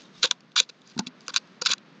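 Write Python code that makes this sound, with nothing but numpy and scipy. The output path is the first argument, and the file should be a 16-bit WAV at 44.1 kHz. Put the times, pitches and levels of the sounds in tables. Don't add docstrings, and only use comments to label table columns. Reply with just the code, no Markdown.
import sys
import numpy as np
from scipy import signal
from scipy.fft import rfft, irfft
from scipy.io import wavfile
from scipy.ndimage import uniform_filter1d

SR = 44100
rng = np.random.default_rng(int(sys.argv[2]) if len(sys.argv) > 2 else 0)


def attenuation_scalar(level_db):
    decades = np.asarray(level_db, float) / 20
    return 10 ** decades


def bounce(signal):
    frames = np.transpose(np.atleast_2d(signal))
    limited = np.clip(frames, -1, 1)
    pcm = np.round(limited * 32767).astype(np.int16)
    wavfile.write(sys.argv[1], SR, pcm)


N = 88200

# frequency in Hz, level in dB, t60 in s.
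TRAY_MODES = [(1099, 2, 0.014), (1270, -6, .012), (1459, 3.5, 0.016)]
TILE_MODES = [(2443, -3, 0.008), (2786, -4, 0.0077), (3479, 3, 0.0099), (3983, 2, 0.0093),
              (4678, 2, 0.0096), (5170, 3, 0.0062)]
EDGE_MODES = [(6005, -3.5, .009), (6300, -9, 0.0098), (6954, 0, 0.0062), (7560, -9, 0.0075)]


def evened(x):
    return x / np.sqrt(np.mean(x ** 2) + 1e-20)


def read(points, hz):
    f, value = np.transpose(points)
    return np.interp(np.log(hz + 1), np.log(f + 1), value)


def line(points):
    return np.interp(np.arange(N) / SR, *np.transpose(points))


def add(mix, s, sound):
    part = mix[round(s * SR):][:len(sound)]
    part += sound[:len(part)]


def colour(x, points):
    gain = attenuation_scalar(read(points, np.fft.rfftfreq(2 * N, 1 / SR)))
    return irfft(rfft(x, 2 * N) * gain)[:N]


def ring(modes, detune=0, size=2600, phase=0):
    t = np.arange(size) / SR
    hz, db, t60 = np.transpose(modes)[:, :, None]
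    shift = np.broadcast_to(detune, 6)[:len(modes), None]
    start = np.broadcast_to(phase, 6)[:len(modes), None]
    decay = attenuation_scalar(db - 60 * t / t60)
    h = (decay * np.sin(2 * np.pi * (hz * (1 + shift) * t + start))).sum(0)
    return h / abs(h).max()


def favour_db(hz, favoured_hz):
    def far_db(f):
        octaves = np.log2(f / favoured_hz)
        return np.minimum(8 * (octaves / 0.24) ** 2, 24)
    nearest_db = np.min([far_db(mode[0]) for mode in TILE_MODES], axis=0)
    return (nearest_db - far_db(hz)) * (hz > 3000)


def clacks():
    # start in seconds, peak in dB, tray share in dB, edge share in dB, favoured mode in Hz.
    hard_hits = [(0.2323, -7, -19, 2.5, 3900), (0.2401, -3, -14.5, -8.5, 3500),
                 (.2478, -19.5, -17, -6, 3500), (0.2564, -14.5, -11.5, 0, 3700),
                 (0.3118, -2, -22, -10, 3550), (0.313, -13.5, 4.5, -12, 3600),
                 (0.5616, -15, -6.5, -2, 4000), (0.5637, -8, 1, -4.5, 4200),
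                 (0.5792, -13.5, -14, -12.5, 3950), (0.6011, 1, -12, -9.5, 3850),
                 (0.6023, -7.5, -14, -1.5, 3800), (0.9791, -27, -2.5, -12, 4200),
                 (0.9916, -11.5, -6, -3.5, 4300), (0.9941, -13.5, -11.5, -1, 4700),
                 (1.0698, -19, -17, -5.5, 3460), (1.0766, -28.5, -16.5, -15, 4040),
                 (1.2816, -15.5, -1, -4.5, 5100), (1.3417, -14.5, 3, 2, 3800),
                 (1.344, -23.5, -15.5, -8, 3700), (1.3622, -1, -4.5, -8, 4200),
                 (1.3698, -6, -9.5, -5.5, 4300), (1.618, -19.5, -3, 1.5, 4800),
                 (1.621, -16.5, 2.5, 4, 4700), (1.6606, -6.5, -7, -4.5, 4200),
                 (1.662, -9.5, -3, -6.5, 4200), (1.6673, -14, -8, -6, 4400),
                 (1.6705, -14.5, -11, -7.5, 4700), (1.694, -15, -16, -7.5, 3900),
                 (1.7133, -8.5, -11, -9.5, 3900), (1.7166, -9.5, -16, -9, 4000),
                 (1.7197, -8, -8.5, -10.5, 4000), (1.735, -7.5, -2.5, 1.5, 4500)]
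    light_ticks = [(.02, -37.5, -22, -15, 4000), (0.322, -28, -7, -15.5, 3400),
                   (.407, -40.5, -17, -6, 4900), (0.5193, -44, -19.5, -19, 3800),
                   (0.62, -29, -21, -1, 3950), (.63, -36, -27, -2, 3500), (0.692, -42.5, -9.5, -4, 4600),
                   (0.697, -35.5, -2, -1, 4000), (0.8185, -41.5, -28, -30, 3600),
                   (0.876, -39, -14, 3, 4500), (.9, -43, -14, 2, 4500), (1.208, -37, -9, -8, 5000),
                   (1.218, -46, -12, -2, 5000), (1.266, -39.5, -11, 0, 3700),
                   (1.273, -43.5, -11, -1.5, 3500), (1.627, -28.5, -4, -9, 4800),
                   (1.782, -33.5, -13, -13, 4000)]
    out, t = np.zeros(N), np.arange(2600) / SR
    for s, db, tray_db, edge_db, favoured_hz in hard_hits + light_ticks:
        touch_s = 0.0006 if db > -27 else 0.0015
        detune = 0.014 * rng.standard_normal((3, 6))
        phase = np.arange(6) / 2 + 0.12 * rng.standard_normal((3, 6))
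        tile = [(hz, mode_db + favour_db(hz, favoured_hz), t60) for hz, mode_db, t60 in TILE_MODES]
        hit = ring(tile, detune[0], phase=phase[0])
        hit += attenuation_scalar(tray_db) * ring(TRAY_MODES, detune[1], phase=phase[1])
        hit += attenuation_scalar(edge_db) * ring(EDGE_MODES, detune[2], phase=phase[2])
        hit += rng.standard_normal(2600) * attenuation_scalar(-8.5 - 60 * t / 0.014)
        hit *= 1 - np.exp(-(t / touch_s) ** 2)
        add(out, s - touch_s, attenuation_scalar(db) * hit / abs(hit).max())
    return out


def slides():
    # start in seconds,
    # length in seconds, first level in dB, last level in dB, tray share in dB.
    strokes = [(0.2192, 0.0115, -49, -23, -20), (0.229, .029, -19, -21.5, -4),
               (0.302, 0.01, -80, -14.5, -9), (0.556, 0.0054, -41, -19.5, -4.5),
               (0.561, 0.019, -23.5, -20.5, -5.5), (0.579, .021, -20.5, -20.5, -11.5),
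               (0.689, 0.013, -45.5, -42, -2.5), (0.854, 0.069, -64, -53.5, -4),
               (0.987, 0.0065, -48, -21.5, -20), (.994, 0.0054, -32.5, -42, -13),
               (1.063, 0.011, -47, -38.5, -35.5), (1.073, 0.013, -47, -58, -20.5),
               (1.289, .017, -40.5, -41, 3.5), (1.336, 0.011, -39.5, -37.5, -3),
               (1.347, 0.012, -42, -37, 3), (1.361, 0.0055, -19.5, -25.5, -2.5),
               (1.366, 0.014, -27, -31, -8), (1.613, 0.011, -29, -28, -8.5),
               (1.65, 0.021, -30.5, -29.5, -15.5), (1.6584, 0.0067, -17, -46.5, -10.5),
               (1.665, 0.01, -17.5, -28, -10), (1.673, 0.034, -35.5, -30.5, -2.5),
               (1.704, .021, -26, -24, -13.5), (1.725, 0.014, -32.5, -28, 0.5),
               (0.256, 0.022, -34, -40, -10.5),
        (0.276, 0.018, -47, -56.5, -0.5),
        (0.316, 0.016, -38.5, -57, -11.5),
        (.601, .008, -24.5, -34.5, -7),
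        (0.608, 0.03, -39, -47, -8.5),
        (0.635, 0.018, -57, -60.5, -19.5),
        (0.978, 0.031, -52.5, -50.5, 10),
        (1.378, 0.012, -48, -53.5, -11),
        (1.628, 0.031, -47.5, -47.5, -10.5),
        (1.72, 0.0096, -62.5, -67, 14),
    ]
    # time in seconds, favoured mode in Hz.
    pressed_at = [(.22, 3970), (.26, 3580), (.56, 3860), (.6, 3800), (.69, 4430), (.99, 4400), (1.3, 4130),
                  (1.37, 3990), (1.62, 4750), (1.67, 4200), (1.72, 4000)]
    grains_per_s, grain_db, ease_s = 14000, 1.5, 0.0015
    grains = (rng.random((2, N)) < grains_per_s / SR) * rng.standard_normal((2, N))
    grains *= attenuation_scalar(grain_db * np.minimum(rng.exponential(1, (2, N)), 3))
    press = np.zeros((2, N))
    for s, length, first_db, last_db, tray_db in strokes:
        u = np.linspace(0, 1, round(length * SR))
        stroke = attenuation_scalar(first_db + (last_db - first_db) * u) * np.minimum(u * length / ease_s, 1)
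        add(press[0], s, stroke)
        add(press[1], s, stroke * attenuation_scalar(tray_db))
    on_tile, on_tray = evened(grains) * press
    tray = ring(TRAY_MODES)
    edge = attenuation_scalar(-4.5) * ring(EDGE_MODES)
    edge[0] += 0.8
    out = signal.oaconvolve(on_tray, tray / np.linalg.norm(tray)) + signal.oaconvolve(on_tile, edge / 5.2)
    favoured_hz = line(pressed_at)
    for k, mode in enumerate(TILE_MODES):
        push = on_tile * attenuation_scalar(mode[1] + 0.41 * favour_db(mode[0], favoured_hz))
        out += (-1) ** k * signal.oaconvolve(push, ring([mode]) / 7.3)
    return out[:N]


def thumps():
    # start in seconds, boom in dB, low knock in dB, high knock in dB.
    pushes = [(.242, -38.5, -16, -22.5), (.248, -44, -21.5, -25.5), (0.254, -44.5, -24.5, -30),
              (0.312, -43.5, -37, -26.5), (0.605, -37, -23.5, -42), (0.695, -48, -37.5, -51),
              (0.965, -16, -46, -39), (0.9673, -28.5, -46.5, -46.5), (0.978, -18, -43, -46),
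              (0.9924, -7.5, -31.5, -18.5), (.998, -19, -42.5, -23.5), (1.002, -14, -38.5, -35),
              (1.069, -21, -52, -46), (1.285, -45.5, -31, -40), (1.619, -48, -21, -27.5),
              (1.698, -28.5, -28.5, -40)]
    # frequency in Hz, level in dB, t60 in s.
    boom = [(200, -5.5, 0.083), (243, 4.5, 0.11), (338, -5, .04)]
    low_knock = [(483, -6, 0.057), (517, 2, 0.042)]
    high_knock = [(770, -3.9, 0.039), (930, 0.89, 0.063)]
    parts = ((boom, 130), (low_knock, 60), (high_knock, 28))
    out = np.zeros(N)
    for s, *levels_db in pushes:
        for db, (modes, push_size) in zip(levels_db, parts):
            table = ring(modes, 0.039 * rng.standard_normal(6), size=4000)
            hit = np.convolve(np.hanning(push_size), table)
            add(out, s, attenuation_scalar(db) * hit / abs(hit).max())
    return out


def skin():
    # time in seconds, rubbing level in dB.
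    rub_level = [(0, -53), (.06, -59), (.1, -67), (.18, -52.5), (.3, -57.5), (.4, -72), (.66, -68),
                 (.8, -69), (.97, -60), (1.1, -73), (1.32, -57.5), (1.45, -64), (1.8, -71.5), (2, -67.5)]
    # frequency in Hz, rubbing spectrum in dB.
    rub_colour = [(300, -16.5), (1200, -19), (3800, -5.5), (6500, -12), (7600, -24), (8700, -36),
                  (9600, -70)]
    # start in seconds, length in seconds, first pitch in Hz, last pitch in Hz, level in dB.
    squeaks = [
        (0.031, .012, 6460, 6400, -61.5),
        (0.043, .022, 3900, 3600, -58),
        (0.14, .018, 3570, 4080, -60),
        (.155, .022, 3230, 3910, -57),
        (0.172, .022, 4650, 5730, -58),
    ]
    unevenness = evened(uniform_filter1d(rng.standard_normal(N), size=200))
    fizz = rng.standard_normal(N) * attenuation_scalar(2 * unevenness)
    out = evened(colour(fizz, rub_colour)) * attenuation_scalar(line(rub_level))
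    for s, length, first_hz, last_hz, db in squeaks:
        u = np.linspace(0, 1, round(length * SR))
        wobble = 1 + 0.014 * evened(uniform_filter1d(rng.standard_normal(1400), size=60))[:len(u)]
        hz = (first_hz + (last_hz - first_hz) * u) * wobble
        tone = np.sin(2 * np.pi * np.cumsum(hz) / SR)
        add(out, s, attenuation_scalar(db + 5.5) * np.sin(np.pi * u) * tone)
    return out


def room(x):
    t60_s, level_db = 0.054, -27
    t = np.arange(6000) / SR
    tail = rng.standard_normal(6000) * attenuation_scalar(-60 * t / t60_s) * (t > 0.003)
    return attenuation_scalar(level_db) * signal.oaconvolve(x, tail / np.linalg.norm(tail))[:N]


def floor():
    # frequency in Hz, background spectrum in dB per Hz.
    hum_and_hiss = [(35, -83), (60, -51), (132, -5), (176, 2.5), (794, -14), (1200, -10.5), (4600, -23.5),
                    (6950, -44.5), (8370, -74.5), (10900, -79.5), (18400, -120)]
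    # frequency in Hz, gain in dB.
    bass_cut = [(60, -61.5), (98, -35.5), (125, -3.5)]
    # time in seconds, background swell in dB.
    swell = [(0, 5), (.64, -1.5), (.8, 0), (1.1, 4.5), (2, 4.5)]
    noise = colour(colour(rng.standard_normal(N), hum_and_hiss), bass_cut)
    return evened(noise) * attenuation_scalar(-57.5 + line(swell))


def scene():
    # frequency in Hz,
    # gain in dB.
    plastic_low = [(300, -45), (780, -12.5), (1000, -1.5), (1600, 0.5), (1950, -2), (2300, 0.5)]
    # frequency in Hz, gain in dB.
    mic = [(30, -32.5), (95, -27), (140, -10), (7000, 2), (7800, -12), (8900, -17), (9600, -31),
           (15000, -39.5), (16500, -81.5)]
    puzzle = colour(clacks() + slides(), plastic_low)
    close = colour(puzzle + room(puzzle) + thumps(), mic)
    return (close + skin() + floor())[None]


def roll_off(x):
    return signal.sosfilt(signal.butter(12, 16800, fs=SR, output="sos"), x)


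def record(dry):
    mix = dry * min(1, 0.96 / abs(dry).max())
    return roll_off(mix)


dry = scene()
out = record(dry)
bounce(out)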